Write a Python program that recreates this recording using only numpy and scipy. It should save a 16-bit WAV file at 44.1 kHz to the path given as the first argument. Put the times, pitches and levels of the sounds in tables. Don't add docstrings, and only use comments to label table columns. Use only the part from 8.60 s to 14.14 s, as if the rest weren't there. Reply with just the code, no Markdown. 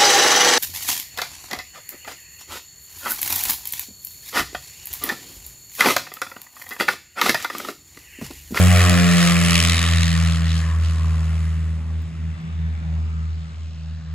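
import sys
import numpy as np
from scipy import signal
from scipy.fft import rfft, irfft, next_fast_len
from scipy.io import wavfile
from scipy.ndimage import uniform_filter1d

SR = 44100
rng = np.random.default_rng(int(sys.argv[2]) if len(sys.argv) > 2 else 0)


def wav_record(signal):
    frames = np.transpose(np.atleast_2d(signal))
    bounded = np.clip(frames, -1, 1)
    quanta = np.round(bounded * 32767).astype(np.int16)
    wavfile.write(sys.argv[1], SR, quanta)


N = 244314

# hz, left_lead_rad, likeness_0_to_1, left_minus_right_db
PORTS = [(59.8, -0.7, 1, -1.5), (198.5, -1.13, 0.96, 2.5), (700, 1, 0.86, -0.5), (1030, 0.65, 1, 2.5),
         (1440, 0.47, 0.92, 1.5), (1845, 0.5, 1, 1.5), (2800, 0.93, 1, 3), (3050, 0.9, 0.92, -2),
         (3380, 1.67, 0.6, 1), (3820, 0.4, 0.77, -1), (4420, 1.08, 0.35, -0.5), (5540, 2.5, 0.7, -3.5),
         (6090, 1.5, 0.9, -1.5), (6710, 0.54, 1, -0.5)]
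STEP_HZ, STEP_BLUR = 2120, .12
EDGE_HZ = 15850

# hz, density_db
WASH_COLOUR = [(200, -16), (330, -26), (600, 1.5), (1150, -4.5), (1800, -2.5), (2700, -6), (4330, -11),
               (7320, -16.5), (8500, -18), (12000, -58.5)]
WASH_DB, WASH_PATCHY_DB = -51, 2.1
# time_s, level_db
WASH_LOW_DB = [(0, 3), (2.5, 5), (3.2, 2.5), (3.7, -3), (4.12, 1.5), (4.3, 7.5), (4.45, 1.5), (4.8, 0),
               (5.54, -6)]
# centre_s, half_length_s, centre_hz, half_width_hz, change_db
DRIFTS = [(.4, 0.15, 2440, 148, 5), (0.902, 0.47, 1570, 130, -6), (1, 0.085, 3100, 150, 3.5),
          (1.101, 0.94, 2440, 201, 3), (1.205, 0.16, 3250, 800, 0.5), (.5, .5, 970, 70, -11),
          (1.298, 0.22, 3860, 149.6, 6), (1.897, 0.051, 1880, 180, 5), (2.052, .06, 1770, 180, 10),
          (2.105, 0.081, 1050, 100, 12), (2.205, 0.14, 2500, 350, -0.5), (2.498, 0.18, 1050, 100.1, 8.5),
          (2.55, 0.27, 700, 120, 4), (.5, .6, 400, 200, -1.5), (2.9, .3, 1150, 150, -2.5),
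          (5.3, .3, 500, 200, 4.5), (3.298, 0.35, 550, 100, 3), (1.898, 0.069, 3500, 900, 5.5),
          (3.303, .35, 1150, 120, 4), (3.7, 0.31, 2700, 150, 3.5), (3.697, 0.23, 2050, 150.3, 2),
          (4.005, .3, 3540, 200, 8), (4.099, 0.24, 2320, 149.4, 6), (4.601, 0.18, 1250, 120, 8),
          (4.9, 0.37, 802.6, 150.2, -1.5), (5, .15, 2890, 110.2, -1), (5.2, 0.37, 2260, 251, -3.5),
          (5.402, 0.12, 1720, 149.8, 4.5)]
SWELL_S, SWELL_HALF_S, SWELL_HZ, SWELL_OCTAVES, SWELL_DB = 4.27, 0.63, 1050, 1, -50.5
# start_s, level_db
TREBLE_PULSES = [(3.4229, -40), (3.816, -50)]

# hz, density_db
RUMBLE_COLOUR = [(25, -1), (50, 8.5), (110, 11.5), (200, 14.5), (300, -2), (600, -9.5), (1000, -47.5)]
# time_s, level_db
RUMBLE_DB = [(0, -34), (.6, -41.5), (1.2, -38.5), (2, -45.5), (2.8, -42), (3.5, -44), (4.5, -44),
             (5.54, -51)]

# blade_rate_multiple, peak_db, peak_s, loss_db_per_s away from the peak
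BETWEEN = [(1.25, -50.5, 2.1, 1), (1.5, -49.5, 0.5, 2), (1.75, -45.5, 2, 4.5), (2.5, -45.5, 2, 9),
           (2.75, -49.5, 0.46, 10), (3.25, -54, 2.3, 9)]
WAVER_DB, WAVER_S = 1.5, 0.15

# time_s, level_db, brightness_db
RASP = [(0, -19, -7), (.1, -20, -7), (.21, -19, -1.5), (.42, -22.5, 1.5), (.66, -19.5, 1.5), (.77, -22, -4),
        (.99, -19, -1.5), (1.15, -22, 2), (1.32, -24, -0.5), (1.48, -27, 6.5), (1.6, -27.5, 1),
        (1.75, -31.5, 5), (1.83, -34, 0), (1.9, -32.5, 4), (1.98, -33, 6.5), (2.03, -34.5, -0.5),
        (2.18, -39, -5), (2.25, -38, 4.5), (2.33, -38.5, 1), (2.84, -42.5, -3.5), (3.24, -51.5, -6),
        (4.3, -54, -3.5), (5.54, -55.5, 8)]
# hz, density_db
RASP_COLOUR = [(200, -32), (330, -12), (500, -7.5), (750, -3.5), (880, -9.5), (970, -12), (1070, 3.5),
               (1150, 2.5), (1350, 1.5), (1600, -1.5), (1900, -0.5), (2250, -5), (2900, -1), (3500, -1),
               (5400, 0.5), (7500, 0), (9100, 1), (10100, -5), (16000, -22.5)]
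# time_s, growl_db (below 2.2 kHz), ring_db (near 1.85 kHz), throbbing_share_0_to_1
RASP_TONE = [(0, -8, -0.5, 0.59), (.3, -0.5, 3, 0.58), (.5, -1, 5.5, 0.41), (.75, -5.5, 1.5, 0.61),
             (1, -8.5, 1, 0.75), (1.3, -4, 4.5, 0.63), (1.5, -5, 7, 0.74), (1.8, -1.5, 1.5, 0.61),
             (1.93, -3, 3, 0.67), (2.05, -3, -1, 0.38), (2.3, -1, 1, 0.54), (2.7, -1.5, 1, 0.44),
             (3.2, -4.5, 1, 0.32), (4.4, -7.5, 0, 0.65), (5.2, -7.5, -9, 0.46), (5.54, 6, 4, 0.58)]
# upper_edge_hz, throb_factor, part_in_hard_firings_0_to_1
RASP_BANDS = [(1520, 0.45, .2), (3500, 1.04, 0.8), (7200, 1.18, .9), (16500, 1.1, 1)]
CRACKLE_DB, TREBLE_DB, TREBLE_FOLLOWS = -7.5, -11, 0.36
RASP_PATCHY_DB = .9
# time_s, loss_db
AIR_DB = [(0, -6), (1, -0.5), (2, 2.5), (3, 2), (4, 13), (5.54, 26)]
CYLINDERS_DB = [1.14, -2.3, -0.14, 0.077]
SIZE_SPREAD_DB = .7
# time_s, gain_db before the band's part
HARD_FIRINGS = [(.161, 2), (.297, 5), (.399, 2), (.629, 2), (.674, 1.5), (.85, 2), (.908, 3.5), (.955, 4),
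                (.979, 2), (1.003, 2), (1.05, 3), (1.097, 4.5), (1.228, 3), (1.432, 5), (1.882, 2),
                (1.906, 2), (1.955, 2), (1.98, 2), (2.005, 2), (2.856, 2.5)]
# time_s, delay_blade_passes
FIRING_DELAY = [(0, .1), (.45, .03), (.75, -.02), (1.05, -.06), (1.65, -.07), (1.95, -.03), (2.25, -.11),
                (2.65, -.22), (2.9, -.16), (3.25, .1), (4.25, .05), (4.75, .35), (5.54, .62)]
RISE, FALL, TAIL, TAIL_SHARE = .105, .125, .27, .45
CRACK_DB, CRACK_ORDERS = -27, range(12, 60)

# time_s, pitch_hz, overtone_left_lead_rad
PITCH = [(0, 89.76, 1.06), (.5, 86.98, 1.06), (1, 84.45, 1.04), (1.5, 82.9, 0.95), (2, 81.6, 0.6),
         (2.4, 80.7, -0.26), (3, 80.57, -0.44), (5.54, 79.47, -0.4)]
# time_s, level_db, partner_gain_turns, partner_ratio
FIRST_ORDER = [(0.0, -11.0, -0.34, 0.13), (0.4, -19.3, 0.34, 0.54), (0.69, -19.2, 0.54, 0.85),
               (0.9, -23.0, 0.82, 0.0), (1.17, -17.3, 1.34, 0.29), (1.47, -18.0, 2.31, 0.24),
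               (2.0, -19.1, 4.33, 0.1), (2.3, -17.7, 5.3, 0.14), (2.9, -20.4, 7.35, 0.0),
               (3.2, -23.7, 8.45, 0.17), (3.79, -31.9, 10.41, 1.0), (4.15, -24.4, 11.28, 0.41),
               (4.58, -23.1, 12.6, 0.16), (4.95, -32.0, 13.69, 0.39), (5.25, -30.5, 14.73, 0.12),
               (5.54, -31.3, 15.93, 0.67)]
# time_s, level_db, partner_gain_turns, partner_ratio
SECOND_ORDER = [(0.0, -20.2, 0.07, 0.36), (0.19, -21.0, 0.38, 0.76), (0.31, -18.5, 0.68, 0.3),
                (0.42, -16, 0.8, 0.1), (0.57, -15.7, 0.98, 0.07), (0.85, -18.6, 1.0, 0.0),
                (0.97, -20, 1.15, 0.05), (1.025, -23, 1.5, 0.55), (1.08, -26, 2, 0.3),
                (1.17, -28, 2.52, 0.6), (1.26, -28, 3.1, 0.05), (1.35, -24.5, 3.6, 0),
                (1.54, -20.7, 4.8, 0.0), (1.98, -26.1, 8.1, 0.18), (2.19, -35.5, 10.1, 0.45),
                (2.55, -27.9, 12.6, 0.0), (3.08, -32.3, 16.72, 0.15), (3.3, -37, 17.9, 0.2),
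                (3.41, -36, 18.5, 0.35), (3.6, -34.5, 19.5, 0.25), (3.73, -34.9, 20.41, 0.71),
                (4.11, -34.7, 22.36, 0.88), (4.51, -36.2, 23.67, 0.64), (4.97, -42.5, 25.5, 0.86),
                (5.16, -38.7, 25.6, 0.16), (5.54, -36.4, 27.29, 0.01)]
# time_s, first_ahead_rad, second_ahead_rad
LOW_ORDER_PHASE = [(0, 0, -.3), (.18, -.2, -1), (.33, -.3, 2.5), (.45, -.2, 2.2), (.65, 1.6, 1.7),
                   (1.5, 1.6, -.95), (2.1, 1.25, -2.5), (2.6, .9, -5), (3.5, -.1, -8), (4.3, -.9, -10.5),
                   (4.8, -2.4, -12.5), (5.54, -3, -15.4)]
# time_s, level_db
THIRD_DB = [(0, -40.5), (.35, -34.5), (.62, -39.5), (.85, -35), (1.2, -38), (1.6, -43.5), (1.95, -45),
            (2.15, -61), (2.45, -45), (2.8, -58), (3.2, -48.5), (3.8, -55.5), (4.3, -48.5), (4.8, -60),
            (5.2, -56.5), (5.54, -62)]
# blade_rate_multiple, level_db, far_propeller_part_0_to_1
UPPER = [(4, -12, 0.53), (5, -8.5, 0.72), (6, -8.5, 1.0), (7, -5, 0.73), (8, -6.5, 0.7), (9, -14, 0.7),
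         (10, -35.5, 0.4)]
# time_s, higher_orders_db, far_strength_0_to_1, loss_db_per_order
PAIR = [(0, -30, 1, 0.5), (.1, -31, 1, -0.5), (.33, -27, 0.84, 1), (.5, -29.5, 0.94, 1.4),
        (.7, -30, 0.76, 1.5), (.95, -36, 0.8, 1), (1.15, -35.5, 0.1, 2.2), (1.6, -48.5, 0, 0),
        (2.4, -44, 0.11, 3), (3.2, -46, 0.19, 7), (4.3, -48, 0.75, 9), (5.54, -62, 0.29, 3)]
# time_s, slip_blade_passes
SLIP = [(0, -.01), (.2, .19), (.41, .365), (.64, .5), (.95, .58), (1.15, .63), (1.6, .92), (2.4, 1.31),
        (3.2, 2.16), (4.3, 4.7), (5.54, 7.3)]
BLADE_DELAY, BLADE_LEAD = 0.2, 1.01


def amp(db):
    return 10 ** (np.asarray(db) / 20)


def evened(x):
    return x / np.sqrt(np.mean(x ** 2) + 1e-20)


def in_time(rows, t):
    s, *columns = np.transpose(rows)
    return [np.interp(t, s, c) for c in columns]


def in_pitch(rows, hz):
    f, *columns = np.transpose(rows)
    return [np.interp(np.log(hz + 1), np.log(f + 1), c) for c in columns]


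def ports(hz):
    lead, same, balance_db = in_pitch(PORTS, hz)
    turn = np.pi * np.maximum(hz - PORTS[-1][0], 0) / STEP_HZ
    return lead - turn + np.sin(2 * turn) / 2, same - STEP_BLUR * np.sin(turn) ** 2, balance_db


def drifts_db(hz, s):
    at, half_s, mid_hz, half_hz, db = np.transpose(DRIFTS)
    in_band = np.exp(-((hz - mid_hz) / half_hz) ** 2)
    in_moment = np.exp(-((s[:, None] - at) / half_s) ** 2)
    return (db * in_band) @ in_moment.T


def noise(shape_db, likeness, patchy_db, size=512, tall=8, wide=6):
    hop = size // 4
    frames, hz = N // hop + 5, np.fft.rfftfreq(size, 1 / SR)[:, None]
    a, b, c, d, patches = rng.standard_normal((frames, len(hz), 5)).T
    patches = uniform_filter1d(patches, size=tall, axis=0)
    patches = evened(uniform_filter1d(patches, size=wide, axis=1))
    lead, same, balance_db = ports(hz)
    same = np.clip(same * np.interp(hz, [1500, 3000], [likeness, 1]), 0, 1)
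    left = a + 1j * b
    right = same * left + np.sqrt(1 - same ** 2) * (c + 1j * d)
    z = np.array([left * amp(balance_db / 2), right * amp(-balance_db / 2) * np.exp(-1j * lead)])
    z *= amp(shape_db(hz, np.arange(frames) * hop / SR) + patchy_db * patches)
    return signal.istft(z, nperseg=size, noverlap=size - hop)[1][:, :N]


def wash():
    def colour(hz, s):
        low_db = in_time(WASH_LOW_DB, s)[0] / (1 + (hz / 1000) ** 4)
        return in_pitch(WASH_COLOUR, hz)[0] + drifts_db(hz, s) + low_db
    return amp(WASH_DB) * evened(noise(colour, likeness=0.66, patchy_db=WASH_PATCHY_DB, tall=7, wide=70))


def swell():
    def colour(hz, s):
        return -6 * (np.log2((hz + 1) / SWELL_HZ) / SWELL_OCTAVES) ** 2
    t = np.arange(N) / SR
    rush = evened(noise(colour, likeness=0.99, patchy_db=3.5, tall=7, wide=30))
    rush = rush * np.array([[1], [-1]])
    return amp(SWELL_DB - 6.7 * ((t - SWELL_S) / SWELL_HALF_S) ** 4) * rush


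def treble_pulses():
    out, t = np.zeros(N), np.arange(90) / SR
    for s, db in TREBLE_PULSES:
        pulse = np.sin(2 * np.pi * 14500 * t) * np.exp(-t / 0.00031)
        out[round(s * SR):][:len(t)] += amp(db) * pulse
    return out


def rumble():
    def colour(hz, s):
        return in_pitch(RUMBLE_COLOUR, hz)[0]
    roar = evened(noise(colour, likeness=1.0, patchy_db=-1.5, size=2048))
    return amp(in_time(RUMBLE_DB, np.arange(N) / SR)[0]) * roar


def between_orders(turns):
    t, out = np.arange(N) / SR, 0
    chance = rng.standard_normal((len(BETWEEN), 40))
    for (k, peak_db, peak_s, loss_db), row in zip(BETWEEN, chance):
        waver = np.interp(t / WAVER_S, np.arange(len(row)), row)
        level_db = peak_db - loss_db * abs(t - peak_s) + WAVER_DB * waver
        out = out + amp(level_db) * np.cos(2 * np.pi * np.round(4 * k) / 4 * turns + row[-1])
    return np.sqrt(2) * out


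def cracks(turns, hz):
    t, side, out = np.arange(N) / SR, np.array([[.5], [-.5]]), 0
    (level_db, bright_db), growl_db = in_time(RASP, t), in_time(RASP_TONE, t)[0]
    crackle_db = CRACKLE_DB + bright_db
    knots = np.arange(0, t[-1] + 1, .12)
    for k in CRACK_ORDERS:
        wander = np.interp(t, knots, 1.4 * rng.standard_normal(len(knots)))
        pitch_hz = k * hz.mean()
        lead, _, balance_db = ports(pitch_hz)
        tone_db = growl_db if pitch_hz < 1450 else crackle_db if pitch_hz > 3200 else 0
        db = in_pitch(RASP_COLOUR, pitch_hz)[0] + tone_db
        angle = 2 * np.pi * k * (turns - .38) + wander + lead * side
        out = out + amp(db + balance_db * side) * np.cos(angle)
    return amp(level_db + CRACK_DB) * out


def rasp_colour(hz, s):
    bright_db, (growl_db, ring_db, _) = in_time(RASP, s)[1], in_time(RASP_TONE, s)
    crackle_db, treble_db = CRACKLE_DB + bright_db, TREBLE_DB + TREBLE_FOLLOWS * bright_db
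    octave = np.log2((hz + 1) / 2200)
    shift_db = growl_db * np.clip(-octave / 0.51, 0, 1)
    shift_db += crackle_db * np.clip(1 - abs(octave - .9) / 0.91, 0, 1)
    shift_db += treble_db * np.clip((octave - .9) / 0.73, 0, 1)
    shift_db += ring_db * np.exp(-((hz - 1850) / 260) ** 2)
    air_db = in_time(AIR_DB, s)[0] * (hz / 12000) ** 3
    return in_pitch(RASP_COLOUR, hz)[0] + shift_db + drifts_db(hz, s) - air_db


def exhaust(turns):
    t = np.arange(N) / SR
    level_db, throb = in_time(RASP, t)[0], in_time(RASP_TONE, t)[-1]
    shifted = turns + 1.087
    firing, age = shifted.astype(int), shifted % 1
    after = age - .43
    rise = np.exp(-.5 * (after / RISE) ** 2)
    fall = (1 - TAIL_SHARE) * np.exp(-.5 * (after / FALL) ** 2) + TAIL_SHARE * np.exp(-abs(after) / TAIL)
    shape = np.where(after < 0, rise, fall)
    chance = rng.standard_normal((firing.max() + 1, len(RASP_BANDS)))
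    size_db, hard_db = np.take(CYLINDERS_DB, firing, mode="wrap"), 0
    for s, db in HARD_FIRINGS:
        hard_db = hard_db + db * (firing == firing[round(s * SR)])

    hiss = noise(rasp_colour, likeness=0.92, patchy_db=RASP_PATCHY_DB, tall=6, wide=14)
    hiss /= np.sqrt(uniform_filter1d((hiss ** 2).mean(0), size=8000))
    length = next_fast_len(N)
    spectrum, hz = rfft(hiss, length), np.fft.rfftfreq(length, 1 / SR)
    below, out = 0, 0
    for k, (edge_hz, fullness, hard) in enumerate(RASP_BANDS):
        under = 1 / (1 + (hz / edge_hz) ** 6)
        band = irfft(spectrum * (under - below), length)[:, :N]
        share = np.clip(throb * fullness, 0, 1)
        burst_db = size_db + hard * hard_db + SIZE_SPREAD_DB * chance[firing, k]
        bursts = evened(amp(burst_db) * shape)
        out = out + np.sqrt(1 - share + share * bursts ** 2) * band
        below = under
    return amp(level_db) * out


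def beating(rows, angle):
    level_db, gained, partner = in_time(rows, np.arange(N) / SR)
    return amp(level_db) * (np.cos(angle) + np.clip(partner, 0, 1) * np.cos(angle + 2 * np.pi * gained))


def propellers(turns, lead):
    t, side = np.arange(N) / SR, np.array([[.5], [-.5]])
    first, second = in_time(LOW_ORDER_PHASE, t)
    centre_gain = 1 / np.cos(lead / 2)
    out = beating(FIRST_ORDER, 2 * np.pi * turns + first - (0.084 + 0.053 * t) * side)
    out += beating(SECOND_ORDER, 4 * np.pi * turns + second + lead * side) * centre_gain

    (level_db, far, loss_db), slip = in_time(PAIR, t), in_time(SLIP, t)[0]
    third = 6 * np.pi * (turns - slip / 2) + 0.5 + 1.13 * lead * side
    far_third = 0.8 * np.exp(-t / 2.0) * far * np.cos(third + 6 * np.pi * slip)
    out += amp(in_time(THIRD_DB, t)[0]) * (np.cos(third) + far_third) * centre_gain

    for k, db, part in UPPER:
        passes = turns + np.minimum(slip, .38) / 2 - BLADE_DELAY
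        near_angle = 2 * np.pi * (k * passes + BLADE_LEAD) + 0.35 * side
        far_tone = part * far * np.cos(near_angle - 2 * np.pi * k * slip)
        order_db = level_db + db - loss_db * (k - UPPER[0][0])
        out += amp(order_db) * (np.cos(near_angle) + far_tone)
    return np.sqrt(2) * out


def scene():
    t = np.arange(N) / SR
    hz, lead = in_time(PITCH, t)
    turns = np.cumsum(hz) / SR
    firings = turns - in_time(FIRING_DELAY, t)[0]
    background = wash() + swell() + treble_pulses() + rumble()
    engines = between_orders(turns) + cracks(firings, hz) + exhaust(firings) + propellers(turns, lead)
    return background + engines


def record(dry):
    lowpass = signal.firwin(511, EDGE_HZ, window=("kaiser", 9), fs=SR)
    return signal.oaconvolve(dry, lowpass[None], "same")


dry = scene()
out = record(dry)
wav_record(out)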